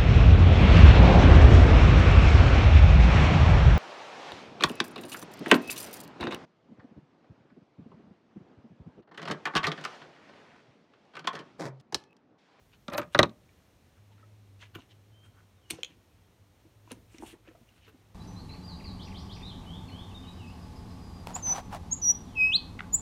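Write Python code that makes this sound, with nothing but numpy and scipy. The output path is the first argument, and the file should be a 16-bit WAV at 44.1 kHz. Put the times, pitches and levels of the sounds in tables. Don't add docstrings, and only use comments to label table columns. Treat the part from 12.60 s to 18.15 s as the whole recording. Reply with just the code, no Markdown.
import sys
import numpy as np
from scipy import signal
from scipy.fft import rfft, irfft, next_fast_len
from scipy.io import wavfile
from scipy.ndimage import map_coordinates

SR = 44100
rng = np.random.default_rng(int(sys.argv[2]) if len(sys.argv) > 2 else 0)


def invert_db(x):
    u = np.asarray(x, float) / 20
    return 10 ** u


def dump(signal):
    limited = np.clip(np.atleast_2d(signal).T, -1, 1)
    pcm = np.round(limited * 32767).astype(np.int16)
    wavfile.write(sys.argv[1], SR, pcm)


N = 244578


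def unit(x):
    return x / np.sqrt(np.mean(x ** 2) + 1e-20)


def along(points, hz):
    f, v = np.transpose(points)
    return np.interp(np.log(hz + 1), np.log(f + 1), v)


def curves(rows, outside=None):
    s, *columns = np.transpose(rows)
    t = np.arange(N) / SR
    return [np.interp(t, s, column, outside, outside) for column in columns]


def wobble(rate, count=N):
    knots = rng.standard_normal(int(count * rate / SR) + 4)
    return map_coordinates(knots, [np.arange(count) * rate / SR])


def coloured(x, spectrum):
    m = next_fast_len(len(x) + 8192)
    gain = invert_db(along(spectrum, np.fft.rfftfreq(m, 1 / SR)))
    return unit(irfft(rfft(x, m) * gain, m)[:len(x)])


def grains(count, spiky_db, clump_db):
    size_db = spiky_db * wobble(900, count) + clump_db * wobble(60, count)
    return invert_db(size_db) * rng.standard_normal(count)


def fade(t60, rise, delay):
    t60, rise, delay = (np.reshape(np.abs(v), (-1, 1)) for v in (t60, rise, delay))
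    t = np.maximum(np.arange(SR // 3) / SR - delay, 0)
    return invert_db(-60 * t / t60) * (1 - np.exp(-t / rise))


def ring(hz, db, t60, rise, delay=0., together=False):
    start = (not together) * rng.random((len(hz), 1))
    phase = 2 * np.pi * (np.outer(hz, np.arange(SR // 3) / SR) + start)
    return invert_db(db) @ (fade(t60, rise, delay) * np.sin(phase))


def burst(spectrum, t60s, lag):
    hz = np.geomspace(spectrum[0][0], spectrum[-1][0], num=12)
    bins = np.fft.rfftfreq(SR // 3, 1 / SR)
    place = np.interp(np.log(bins + 1), np.log(hz), np.arange(len(hz)))
    masks = np.maximum(1 - np.abs(place - np.arange(len(hz))[:, None]), 0)
    noise = coloured(rng.standard_normal(SR // 3), spectrum)
    bands = irfft(rfft(noise) * masks, SR // 3)
    late = lag / np.sqrt(hz)
    return np.sum(bands * fade(along(t60s, hz), late, late), axis=0)


def add(track, s, sound):
    i = round(s * SR)
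    track[i:i + len(sound)] += sound[:N - i]


def air():
    # f/Hz, level/dB per Hz
    air_colour = [(35, -40), (60, -8.5), (96, -5), (147, -12), (442, -19), (486, -20), (675, -22.5),
                  (1610, -29.5), (2460, -30), (3180, -31.5), (4860, -33.5), (15000, -44.5), (16500, -55.5)]
    level_db = -63.5 + 0.42 * wobble(0.84) + .6 * wobble(7.7)
    return invert_db(level_db) * coloured(rng.standard_normal(N), air_colour)


def engine():
    # t/s, f/Hz
    revs = [(.8, 102.8), (1.9, 101.6), (3.2, 99.5), (3.5, 90.67), (3.6, 94.24), (4.1, 100.9), (4.4, 105.1),
            (4.7, 109), (5.3, 104.5)]
    # start t/s, length/s, tone level/dB, change of level/dB per s
    loads = [(1.375, 0.72, -56, 2.5), (2.124, 0.063, -48, -10), (2.297, 0.34, -58, -4),
             (2.648, 0.049, -52.5, -1), (2.731, 0.46, -57, -23), (3.525, 0.19, -54.5, -77),
             (3.789, 0.033, -53.5, -10), (3.908, 0.033, -64, -10), (4.14, 0.46, -55.5, -16),
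             (4.654, .3, -68.5, 3), (5.2, 0.098, -65.5, 5), (5.366, 0.29, -63, 9.5)]
    # f/Hz, level/dB per Hz
    rumble_colour = [(20, -14.5), (38, -1), (52, 10.5), (75, -4), (130, -10.5), (200, -28.5)]
    attack_s, release_s = 0.032, 0.012
    hz, = curves(revs)
    t = np.arange(N) / SR
    level = invert_db(-79.5)
    for s, length, db, slope in loads:
        swell = np.clip((t - s) / attack_s, 0, 1)
        release = np.clip(1 - (t - s - length) / release_s, 0, 1)
        level = level + swell * release * invert_db(db + slope * np.clip(t - s, 0, length))
    phase = 2 * np.pi * np.cumsum(hz + 2.3 * wobble(8.7)) / SR
    tone = level * invert_db(1.6 * wobble(24)) * (np.sin(phase) + invert_db(-22.0) * np.sin(2 * phase))
    rumble = coloured(rng.standard_normal(N), rumble_colour)
    return tone + invert_db(-72 + 2.7 * wobble(4.4)) * rumble


def bird():
    # calls, each a path of t/s, f/Hz, level/dB
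    calls = [
        [(2.51, 3040, -80), (2.545, 3125, -63), (2.59, 3160, -68), (2.645, 3180, -63), (2.675, 3160, -78),
         (2.72, 3150, -74), (2.77, 3165, -72), (2.79, 3165, -80), (2.86, 3160, -82)],
        [(2.94, 3880, -82), (2.96, 3790, -78), (3.0, 3390, -78), (3.035, 3030, -72), (3.058, 2950, -60),
         (3.078, 2925, -66), (3.1, 2920, -70)],
        [(3.44, 2580, -90), (3.5, 2535, -80), (3.58, 2560, -84)],
        [(3.57, 3385, -81), (3.61, 3230, -78), (3.645, 3180, -79), (3.68, 2700, -83), (3.73, 1900, -82)],
    ]
    out = np.zeros(N)
    for call in calls:
        hz = curves(call)[0]
        db = curves(call, -140)[1]
        phase = 2 * np.pi * np.cumsum(hz + 35 * wobble(150)) / SR
        out += invert_db(db + 3 * wobble(55)) * np.sin(phase)
    return out


def webbing():
    # middle t/s, half length/s, scrape level/dB, hiss level/dB, hiss f/Hz
    pulls = [(0.139, 0.028, -61.5, -80, 4480), (0.333, 0.01, -62, -56.5, 11500),
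             (0.381, 0.011, -68, -44, 11500), (0.537, 0.023, -57.5, -67, 8450),
             (2.024, 0.033, -61, -68.5, 6500), (2.157, 0.022, -59, -69, 13100),
             (2.656, 0.032, -70, -72.5, 8480), (3.108, 0.0069, -44, -39.5, 8900),
             (3.1044, 0.0054, -70, -39, 2670), (3.131, 0.044, -60.5, -56, 6200),
             (3.184, 0.06, -63.5, -67, 5460), (4.293, .04, -69, -76, 6100),
             (4.317, 0.017, -51.5, -61, 7000), (4.344, 0.037, -83, -77, 9000),
             (4.55, 0.057, -65.5, -66.5, 7600), (4.668, 0.077, -62.5, -59.5, 8496),
             (4.705, 0.043, -63.5, -61.5, 9246), (4.683, .05, -70, -74, 14000), (4.69, .06, -68, -59, 3050),
             (4.7, 0.027, -80, -63, 3260), (4.533, .05, -80, -66.5, 2600), (5.168, 0.055, -69.5, -78, 9080),
             (5.289, 0.027, -70, -72, 13390)]
    # middle t/s, half length/s, scrape level/dB, scrape f/Hz
    scuffs = [(1.383, 0.046, -76, 1524), (1.524, 0.017, -70, 2820), (1.604, 0.066, -74, 1808),
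              (2.027, .022, -54.5, 2000), (2.026, 0.019, -61.5, 950), (2.021, 0.027, -56, 3200),
              (2.192, .015, -58.5, 950), (2.06, 0.021, -62, 2800), (2.158, 0.017, -53.5, 1500),
              (2.204, 0.047, -62.5, 2940), (2.31, 0.024, -62, 3040), (2.657, 0.037, -69.5, 1484),
              (2.789, 0.056, -67.5, 1399), (3.303, 0.047, -65, 2800), (4.621, 0.066, -69, 2200),
              (4.689, 0.043, -60.5, 2940), (4.735, .02, -65, 2010), (4.885, 0.052, -66, 1400),
              (4.885, 0.042, -64.5, 2600), (5.097, 0.028, -68, 2586), (5.249, 0.045, -62.5, 2920),
              (5.286, 0.022, -61, 1475), (5.338, 0.025, -75, 1504)]
    # multiple of scrape f, level/dB per Hz
    weave_colour = [(.1, -39.5), (.25, -14), (.45, -7), (.85, -8.5), (1.01, -2), (1.15, -7), (1.8, -14),
                    (2.6, -27.5), (4.1, -60.5)]
    # multiple of scrape f, level/dB per Hz
    scuff_colour = [(.2, -45), (.55, -13), (.8, -7.5), (1.01, -2), (1.2, -9), (1.6, -14), (2.6, -31),
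                    (4.1, -60)]
    # multiple of hiss f, level/dB per Hz
    hiss_colour = [(.3, -25), (.6, -9), (.85, -4), (1.01, 0), (1.25, -7), (1.6, -15), (2.4, -30),
                   (3.5, -60)]
    weave_hz = 2700
    scuff_hiss_db, scuff_hiss_hz = -16.5, 6500
    out = np.zeros(N)
    u = np.arange(-SR // 8, SR // 8) / SR
    strokes = [(weave_colour, s, half, db, weave_hz, hiss_db, hz) for s, half, db, hiss_db, hz in pulls]
    strokes += [(scuff_colour, s, half, db, hz, db + scuff_hiss_db, scuff_hiss_hz)
                for s, half, db, hz in scuffs]
    for colour, s, half, scrape_db, hz, hiss_db, hiss_hz in strokes:
        scrape_spectrum = [(k * hz, db) for k, db in colour]
        hiss_spectrum = [(k * hiss_hz, db) for k, db in hiss_colour]
        scrape = coloured(grains(len(u), spiky_db=4.0, clump_db=1.83), scrape_spectrum)
        hiss = coloured(grains(len(u), spiky_db=3.0, clump_db=2.0), hiss_spectrum)
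        stroke = np.exp(-2 * (u / half) ** 2)
        add(out, s + u[0], stroke * (invert_db(scrape_db) * scrape + invert_db(hiss_db) * hiss))
    return out


def bag():
    # t/s, peak level/dB, f/Hz, t60/s
    thumps = [(2.159, -35.5, 331, 0.033), (2.188, -45.5, 257, 0.047), (3.108, -37.5, 330.1, 0.053),
              (3.133, -41.5, 323, 0.072), (3.188, -35.5, 493, 0.025), (3.234, -47.5, 490, 0.036),
              (4.677, -51, 297, 0.066), (3.302, -54.5, 297.9, 0.061), (4.053, -52.5, 315, 0.054),
              (4.274, -55, 319, 0.05), (4.313, -36.5, 476, 0.028), (4.32, -39, 254, 0.065),
              (4.369, -50, 302, 0.051), (4.546, -45, 308, 0.046), (4.553, -56, 328, .04),
              (4.585, -46, 248, 0.047), (4.731, -47, 300, 0.054), (4.6, -45.5, 300, 0.081),
              (4.626, -39, 312, 0.067), (4.634, -30.5, 325, 0.026), (4.739, -43.5, 342, 0.044),
              (4.884, -45, 319, 0.057), (4.951, -48.5, 648, 0.039), (5.012, -53, 228.4, 0.059),
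              (5.279, -51, 426, 0.057), (5.344, -51.5, 253.6, 0.068)]
    # t/s, peak level/dB, f/Hz, t60/s
    low_thumps = [(.44, -49.5, 197, 0.13), (0.474, -50.5, 170, .1), (.712, -50, 170, .08),
                  (.69, -45.5, 207, 0.081), (.74, -54, 199.4, .08), (4.876, -49, 520, 0.036),
                  (4.912, -51, 500, .04), (2.157, -43.5, 155, 0.061), (3.125, -42.5, 149, 0.054),
                  (3.128, -50.5, 101, 0.11), (4.6, -57.5, 56.5, 0.74)]
    out = np.zeros(N)
    ratios = np.array([.72, 1.01, 1.45, 2.1, 3.1])
    mode_db = np.array([-6.0, 5, -7.5, -14.0, -14.5])
    for s, db, hz, t60 in thumps + low_thumps:
        add(out, s - .0015, ring(hz * ratios, db + mode_db, t60, 0.0027))
    return out


def buckles():
    # t/s, peak level/dB, prong f/Hz, crack level/dB above peak, shell f/Hz
    snaps = [
        (2.1505, -45, 1440, 0, 2960),
        (2.154, -41, 1510, 0, 2360),
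        (3.103, -40.5, 2415, 5, 11900),
        (3.1071, -26, 2960, -1, 8760),
        (3.114, -44, 3060, 5.5, 6140),
        (3.2325, -16, 3210, -13, 6640),
        (3.2465, -28.5, 3350, -9.5, 6560),
        (4.317, -41.5, 973, 3, 10050),
        (4.326, -54, 1380, 1, 8650),
        (4.583, -53, 2550, 5, 5740),
    ]
    # t/s, peak level/dB, prong f/Hz, shell f/Hz
    taps = [(0.891, -61, 2333, 2490), (2.032, -52, 2076, 3000), (2.1502, -41.5, 3314, 13000),
            (2.156, -38, 2940, 12960), (3.136, -46.5, 807, 10000), (4.276, -51, 1010, 2520),
            (4.546, -53, 2406, 1600), (4.624, -39, 853, 1600), (4.635, -35, 870, 1500),
            (4.752, -57, 890, 1502), (4.874, -61, 1650, 2504), (4.887, -56, 1810, 5980),
            (4.953, -59, 1320, 6500), (5.089, -57, 2890, 5995), (5.281, -55, 2750, 12000)]
    # t/s, peak level/dB, f/Hz,
    # t60/s
    knocks = [
        (1.516, -61, 894, 0.048),
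        (1.58, -64, 1355, .05),
        (1.604, -65, 1420, .03),
        (1.628, -53, 1290, 0.044),
        (1.639, -58, 1900, 0.014),
        (1.632, -61, 599, 0.042),
        (3.256, -51, 3300, 0.029),
        (3.274, -52, 3400, 0.024),
    ]
    # multiple of shell f, level/dB per Hz
    shell_colour = [(.12, -5), (.5, 3.5), (.85, -4), (1.01, 7.5), (1.2, -8), (1.7, -16), (2.6, -31.5),
                    (4.1, -43)]
    tap_crack_db = -14.5
    snap_t60_s, grip_per_db, loose_db = 0.024, 0.21, -61
    ratios = np.array([.8, .98, 1.03, 1.2])
    prong_db = np.array([-6.0, 2.5, -6.0, -11.0])
    out = np.zeros(N)
    hits = snaps + [(s, db, hz, tap_crack_db, shell_hz) for s, db, hz, shell_hz in taps]
    for s, db, hz, crack_db, shell_hz in hits:
        t60 = snap_t60_s * invert_db(-grip_per_db * (db - loose_db))
        prong = ring(hz * ratios, prong_db, t60, 0.0013, together=True)
        shell_spectrum = [(k * shell_hz, level) for k, level in shell_colour]
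        shell = burst(shell_spectrum, [(1000, 0.79 * t60)], lag=0.031)
        add(out, s - .0003, invert_db(db + 4.5) * (prong + invert_db(crack_db + 1.5) * shell))
    for s, db, hz, t60 in knocks:
        add(out, s, ring(np.array([hz]), np.array([db + 6.5]), t60, .0025, together=True))
    return out


def latch_contacts():
    # t/s, tongue peak level/dB, tongue f/Hz, panel level/dB, crack level/dB
    contacts = [(0.2799, -30, 3720, -36.5, -41.5), (0.2983, -46, 3700, -45.5, -47.5),
                (0.32, -60, 3280, -41, -66), (0.334, -42, 4160, -35, -39), (0.345, -28, 4100, -38, -54),
                (0.3785, -27, 2900, -24, -28.5), (.386, -33, 2480, -32, -44), (.394, -38.5, 2500, -36, -48),
                (0.415, -41.5, 2600, -37, -46), (.428, -41.5, 2502, -42.5, -54.5),
                (0.5461, -16.5, 3840, -17.5, -33.5), (0.578, -36, 3940, -41.5, -45.5),
                (.589, -2.5, 3815, -9.5, -15.5), (0.612, -34, 3950, -35.5, -49),
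                (0.6289, -9.5, 3960, -18, -22.5), (.655, -41, 4070, -56, -52.5),
                (0.6932, -46.5, 3740, -55.5, -56)]
    # f/Hz, level/dB, t60/s
    panel_modes = [(118, -10.5, 0.16), (227.9, -11, 0.088), (442, -7, .05), (1070.3, -6, 0.064),
                   (1231, -3.5, 0.12), (1650, -12, 0.067), (356, -2, 0.079), (578, 7, 0.054),
                   (807, -12.5, 0.14), (957, -2.5, 0.061), (1137, -3.5, 0.082), (1387, -10, 0.049),
                   (1900, -2.5, 0.028), (2335, -13.5, 0.061)]
    # f/Hz, level/dB per Hz
    small_modes = [(35, -36.5), (60, -12), (168, -5.5), (556, -5.5), (865, -9.5), (1200, -1.5),
                   (1930, -8.5), (2860, -16.5), (4500, -21.5), (8000, -45.5)]
    # f/Hz, t60/s
    small_t60 = [(60, 0.12), (250, 0.15), (1000, 0.067), (3000, .05)]
    # f/Hz, level/dB per Hz
    crack_colour = [(800, -25.5), (2000, 1), (4500, 0.5), (6500, -4), (8500, -9)]
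    # f/Hz, t60/s
    crack_t60 = [(2000, .035), (6000, 0.028), (14000, 0.011)]
    hard_from_db, dull_per_db, dullest_db = -14.5, 1, -11.5
    ratios = np.array([.84, .975, 1.01, 1.11])
    mode_db = np.array([-9, 3.5, 2.0, -5])
    out = np.zeros(N)
    big_hz, big_db, big_t60 = np.transpose(panel_modes)
    for s, tongue_db, tongue_hz, panel_db, crack_db in contacts:
        hard_db = max(dull_per_db * (crack_db - hard_from_db), dullest_db)
        crack_spectrum = crack_colour + [(11000, 1.6 * hard_db - 10.5), (16000, 2.6 * hard_db - 16.5)]
        varied_db = big_db - 8 + rng.normal(0, 2, size=len(panel_modes))
        big = ring(big_hz, varied_db, big_t60, 0.00031, .07 / np.sqrt(big_hz))
        tongue = ring(tongue_hz * ratios, mode_db, .012, .0015, 0.00046, together=True)
        panel = big + invert_db(-1.0) * burst(small_modes, small_t60, lag=0.048)
        crack = burst(crack_spectrum, crack_t60, lag=0.014)
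        add(out, s + .0005, invert_db(tongue_db) * tongue + invert_db(panel_db) * panel + invert_db(crack_db) * crack)
    return out


def latch_spring():
    # t/s, level/dB
    zings = [
        (.336, -49),
        (0.38, -35),
        (.398, -64.5),
        (.5905, -50),
    ]
    # f/Hz, level/dB per Hz
    zing_colour = [(10500, -30), (11600, -2.5), (12000, -11.5), (12800, 0), (13800, -30)]
    out = np.zeros(N)
    for s, db in zings:
        add(out, s, invert_db(db) * burst(zing_colour, [(12000, 0.035)], lag=.2))
    return out


def panel_booms():
    # f/Hz, level/dB, t60/s
    slam_modes = [(82, -30, 0.24), (117, -29, 0.27), (170, -15, 0.043), (222, -25, .2), (376, -12.5, 0.032),
                  (520, -14, .05), (558, -14, 0.06), (783.3, -19.5, 0.045), (403, -16, .04),
                  (1910, -9, 0.024), (2130, -16, .03)]
    out = np.zeros(N)
    hand_hz = np.array([160, 235, 1360, 1180])
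    hand_db = np.array([-34, -28.5, -33, -39.5])
    hand_t60 = np.array([.055, .05, 0.045, .09])
    add(out, .283, ring(hand_hz, hand_db, hand_t60, 0.0016))
    add(out, .592, ring(*np.transpose(slam_modes), 0.00093))
    return out


def latch_drag():
    # t/s, level/dB
    drag = [(.3, -69), (.322, -38), (.35, -34), (.365, -36.5), (.376, -39), (.4, -37), (.43, -46),
            (.46, -57), (.51, -72)]
    # f/Hz, level/dB, t60/s
    held_modes = [(170, -10, .1), (312, -4, .05), (410, -9.5, .06), (598, 0, .09), (786, -8.5, 0.077),
                  (1055, -9, 0.092), (1217, -5, .08), (1340.2, -9.5, .08), (1650, -11, 0.062),
                  (1860, -17, 0.089), (2150, -19, .08), (2480, -15, 0.097)]
    # f/Hz, level/dB per Hz
    small_modes = [(35, -36.5), (60, -12), (168, -5.5), (556, -5.5), (865, -9.5), (1200, -1.5),
                   (1930, -8.5), (2860, -16.5), (4500, -21.5), (8000, -45.5)]
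    drag_db, = curves(drag, -120)
    rub = grains(N, spiky_db=4.0, clump_db=1.24)
    woody = unit(signal.fftconvolve(rub, ring(*np.transpose(held_modes), 0.0011))[:N])
    return invert_db(drag_db) * (invert_db(-1.0) * woody + invert_db(-10) * coloured(rub, small_modes))


def latch():
    return latch_contacts() + latch_spring() + panel_booms() + latch_drag()


def yard(x):
    # f/Hz, t60/s
    echo_t60 = [(200, 0.38), (3000, 0.16), (12000, 0.095)]
    hz, t, z = signal.stft(rng.standard_normal(SR // 2), SR, nperseg=256)
    dying = invert_db(-60 * t / along(echo_t60, hz)[:, None])
    tail = signal.istft(z * dying, SR, nperseg=256)[1]
    late = np.pad(x, (200, 0))
    return signal.fftconvolve(late, tail / np.linalg.norm(tail))[:N]


def scene():
    song = bird()
    far = webbing() + bag() + buckles()
    near = latch()
    direct = invert_db(-4) * song
    wet = yard(invert_db(-27) * near + invert_db(-13.5) * far + invert_db(-3) * song)
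    return (air() + engine() + direct + far + near + wet)[None]


def roll_off(x):
    return signal.sosfilt(signal.butter(12, 16800, fs=SR, output="sos"), x)


def record(dry):
    # f/Hz, width/Hz, share lost
    port_dips = [(4800, 740, 0.38), (7600, 730, 0.34), (10440, 710, 0.49)]
    for hz, width_hz, share in port_dips:
        dry = dry - share * signal.lfilter(*signal.iirpeak(hz, hz / width_hz, SR), dry)
    soft = signal.sosfilt(signal.butter(16, 15700, fs=SR, output="sos"), dry)
    soft = signal.sosfilt(signal.butter(2, 45, "high", fs=SR, output="sos"), soft)
    return roll_off(soft)


dry = scene()
out = record(dry)
dump(out)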